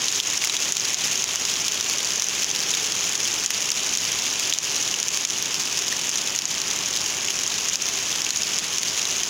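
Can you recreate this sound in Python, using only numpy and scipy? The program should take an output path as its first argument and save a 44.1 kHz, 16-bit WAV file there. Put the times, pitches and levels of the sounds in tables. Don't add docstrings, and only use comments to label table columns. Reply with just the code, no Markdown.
import sys
import numpy as np
from scipy import signal
from scipy.fft import rfft, irfft
from scipy.io import wavfile
from scipy.ndimage import uniform_filter1d, minimum_filter1d

SR = 44100
rng = np.random.default_rng(int(sys.argv[2]) if len(sys.argv) > 2 else 0)


def int16_out(signal):
    q = np.round(np.clip(np.atleast_2d(signal).T, -1, 1) * 32767)
    wavfile.write(sys.argv[1], SR, q.astype(np.int16))


N = 409688
TIME = np.arange(N) / SR

# (frequency [Hz], relative level [dB per Hz])
WASH_SPECTRUM = [(20, -18), (42, -3.5), (65, -4.5), (100, 0.5), (150, 3.5), (280, 2.5), (370, 4), (550, 0),
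                 (1100, 2), (1700, -3), (3000, -6), (8000, -33)]
# (frequency [Hz], relative level [dB per Hz])
SPRAY_SPECTRUM = [(300, -25), (900, -6.5), (1700, 9), (3000, 6.5), (6500, 1.5), (16000, -2)]
# (time [s], relative level [dB])
SHOWER_LEVEL = [(0, -20.5), (1.9, -21), (2.6, -21), (4.4, -21), (5.1, -22.5), (7.3, -22.5), (7.9, -21.5),
                (8.5, -22), (9.29, -22.3)]
# (pitch [Hz], energy share [0-1])
BUBBLE_ENERGY = [(3200, 0.63), (4400, 0.17), (6000, 0.11)]
# (time [s], relative level [dB], starting bubble pitch [Hz])
HARD_DROPS = [(0.083, -0.5, 3970), (0.201, 2, 3270), (0.3761, -4.5, 6150), (0.4394, -2, 2150),
              (0.4471, 3.5, 7560), (0.473, -5, 5450), (0.497, -1, 3800), (0.567, -3.5, 3700),
              (0.7225, 3, 6400), (0.768, -1.5, 6060), (0.944, -2, 6730), (1.241, -0.5, 6000),
              (1.3577, -3, 6060), (1.452, -3, 5240), (1.6815, 0.5, 5000), (1.8097, -4.5, 5900),
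              (2.197, -6, 5860), (2.2214, 1.5, 4230), (2.4442, -4.5, 5900), (2.738, -6, 3580),
              (3.461, 2, 6400), (3.5053, 3, 5500), (3.7032, -3, 6300), (3.7171, 0, 5000),
              (3.9731, -3, 6600), (4.3964, -4, 6550), (4.5253, -1, 3300), (4.5368, 0, 3660),
              (4.5866, -3.5, 5700), (4.9408, -6, 2840), (5.0288, -4, 6650), (5.0835, -1.5, 6670),
              (5.1727, -2, 6400), (5.2503, 1.5, 6240), (5.425, -3.5, 5800), (5.5537, -14, 2970),
              (5.925, -4, 1800), (6.093, -3, 7050), (6.3892, -1, 5730), (6.455, -4, 6800),
              (7.2843, -9, 2870), (7.3042, -6, 5830), (7.7566, -3, 5200), (7.887, -7, 6700),
              (8.2654, -9, 2610), (8.3058, -0.5, 4030), (8.5866, -4, 5300), (8.783, -1.5, 5600),
              (8.832, -3, 4400), (9.0535, -5.5, 3860), (9.2334, -2.5, 5900)]
# (frequency [Hz], gain [dB])
MICROPHONE_RESPONSE = [(1500, -14), (2000, -12.5), (2600, -7.5), (3100, -5.5), (3700, -7), (4300, -8),
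                       (5400, -2), (6650, 2.5), (7300, -4.5), (8200, -16.5), (10500, -14), (12200, -24.5),
                       (14400, -17), (15600, -22)]

DRONE_PEAK_S, DRONE_PEAK_DB, DRONE_SWELL_S = 2.7, -34, 0.78
WASH_DB = -24
STRAY_DB, STRAY_SPREAD_DB = -7, 0.5
STRAY_HZ, STRAY_SPREAD_OCTAVES = 6850, 0.35
CUTOFF_HZ = 15900


def from_db(db):
    return 10 ** (np.asarray(db) / 20)


def rms_one(x):
    return x / np.sqrt(np.mean(x ** 2) + 1e-20)


def noise():
    return rng.standard_normal(N)


def drift(corner_hz):
    step = 40
    pole = np.exp(-2 * np.pi * corner_hz * step / SR)
    raw = rng.standard_normal(N // step + 2002)
    slow = signal.lfilter([1], [1, -2 * pole, pole * pole], raw)[2000:]
    return np.interp(np.arange(N) / step, np.arange(len(slow)), rms_one(slow))


def colour(x, points, size=8192):
    hz, db = np.transpose(points)
    grid = np.maximum(np.fft.rfftfreq(size, 1 / SR), 1)
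    log_gain = np.log(from_db(np.interp(np.log(grid), np.log(hz), db)))
    cepstrum = irfft(log_gain)
    cepstrum[1:size // 2] *= 2
    cepstrum[size // 2 + 1:] = 0
    impulse = irfft(np.exp(rfft(cepstrum)))
    return signal.fftconvolve(x, impulse)[:N]


def high_pass(x, hz, order=2):
    return signal.sosfilt(signal.butter(order, hz, "high", fs=SR, output="sos"), x)


def ring(x, hz, width_hz):
    r = np.exp(-np.pi * width_hz / SR)
    return signal.lfilter([1, 0, -1], [1, -2 * r * np.cos(2 * np.pi * hz / SR), r * r], x)


def hum(hz, width_hz):
    return rms_one(ring(noise(), hz, width_hz))


def whine():
    return from_db(-41) * hum(hz=393, width_hz=5)


def drone():
    distance = np.hypot(1, (TIME - DRONE_PEAK_S) / DRONE_SWELL_S)
    return from_db(DRONE_PEAK_DB) / distance * hum(hz=422, width_hz=107)


def far_wash():
    return from_db(WASH_DB) * rms_one(colour(noise(), WASH_SPECTRUM))


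def fine_spray():
    flicker = from_db(-1.5 + 0.5 * drift(corner_hz=20))
    return flicker * rms_one(colour(noise(), SPRAY_SPECTRUM))


def unit_energy(rows):
    return rows / np.linalg.norm(rows, axis=1, keepdims=True)


def splashes(start_s, level_db, bubble_hz, bubble_share, smack_s, size=384):
    t = np.arange(size) / SR
    chance = rng.standard_normal((len(start_s), size + 2))
    decay_s = smack_s * np.exp(0.6 * chance[:, :1])
    smack = chance[:, 2:] * np.sqrt(t) * np.exp(-t / decay_s)

    cycles = bubble_hz[:, None] * t
    life_cycles = 1.4 * np.exp(0.3 * chance[:, 1:2])
    rising_cycles = cycles * (1 + 0.0029 * cycles)
    bubble = np.sin(2 * np.pi * rising_cycles) * cycles * np.exp(-cycles / life_cycles)

    share = np.clip(bubble_share, 0, 1)[:, None]
    drops = np.sqrt(1 - share) * unit_energy(smack) + np.sqrt(share) * unit_energy(bubble)
    drops = drops * from_db(level_db)[:, None] * np.sqrt(0.0015 * SR)
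    at = np.abs(start_s * SR).astype(int)[:, None] + np.arange(size)
    return np.bincount(at.ravel(), drops.ravel(), N)[:N]


def patter(count, spread_db, low_hz, high_hz, bubbly, smack_s):
    when, area, pitch, share = rng.random((count, 4)).T
    level_db = -10 * np.log10(area + from_db(-2 * spread_db))
    bubble_hz = low_hz * (high_hz / low_hz) ** pitch
    return rms_one(splashes(when * N / SR, level_db, bubble_hz, bubbly * share ** 2, smack_s))


def far_patter():
    return from_db(-2.5) * patter(count=9000, spread_db=18, low_hz=1790, high_hz=6870,
                                  bubbly=0.76, smack_s=0.00046)


def middle_patter():
    return from_db(-0.4) * patter(count=1500, spread_db=8, low_hz=2270, high_hz=7250,
                                  bubbly=0.5, smack_s=0.00058)


def bubble_share_at(bubble_hz):
    return np.interp(bubble_hz, *np.transpose(BUBBLE_ENERGY))


def stray_drops(count):
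    level, pitch = rng.standard_normal((count, 2)).T
    start_s = rng.random(count) * N / SR
    level_db = STRAY_DB + STRAY_SPREAD_DB * level
    bubble_hz = STRAY_HZ * 2 ** (-STRAY_SPREAD_OCTAVES * np.abs(pitch))
    return splashes(start_s, level_db, bubble_hz, bubble_share_at(bubble_hz), smack_s=0.00054)


def hard_drops():
    start_s, level_db, bubble_hz = np.transpose(HARD_DROPS)
    drops = splashes(start_s, level_db, bubble_hz, bubble_share_at(bubble_hz), smack_s=0.00037)
    return from_db(0.7) * drops


def yard(x, t60_s):
    keep = from_db(-120 / (t60_s * SR))
    power = signal.lfilter([1 - keep], [1, -keep], x ** 2 + 1e-18)
    fizz = signal.sosfilt(signal.butter(1, 7000, fs=SR, output="sos"), noise())
    return np.sqrt(power) * rms_one(fizz)


def scene():
    shower = from_db(np.interp(TIME, *np.transpose(SHOWER_LEVEL)))
    background = whine() + drone() + far_wash()
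    spray = shower * fine_spray()
    drops = shower * (far_patter() + middle_patter()) + stray_drops(count=45) + hard_drops()
    tails = from_db(-9) * yard(drops, t60_s=0.035)
    return (background + spray + high_pass(drops + tails, hz=940))[None]


def gain_control(x, threshold_db, slope, release_db_per_s, hold_s, ahead_s):
    power = np.abs(uniform_filter1d(x ** 2, size=110))
    level_db = 10 * np.log10(power + 1e-12)
    cut_db = slope * np.maximum(level_db - threshold_db, 0)
    hold, ahead = int(hold_s * SR) + 1, int(ahead_s * SR) + 1
    cut_db = -minimum_filter1d(-cut_db, hold, origin=(hold - 1) // 2)
    release_db = release_db_per_s * TIME
    cut_db = np.maximum.accumulate(cut_db + release_db) - release_db
    gain_db = uniform_filter1d(minimum_filter1d(-cut_db, ahead), ahead)
    return x * from_db(gain_db)


def record(dry):
    x = high_pass(colour(dry[0], MICROPHONE_RESPONSE), hz=22, order=1)
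    x = gain_control(x, threshold_db=-17.8, slope=0.65, release_db_per_s=165, hold_s=0.011, ahead_s=0.008)
    x = 0.85 * np.tanh(x / 0.85)
    top_cut = signal.ellip(12, 0.1, 90, CUTOFF_HZ, fs=SR, output="sos")
    return signal.sosfilt(top_cut, x)[None]


dry = scene()
out = record(dry)
int16_out(out)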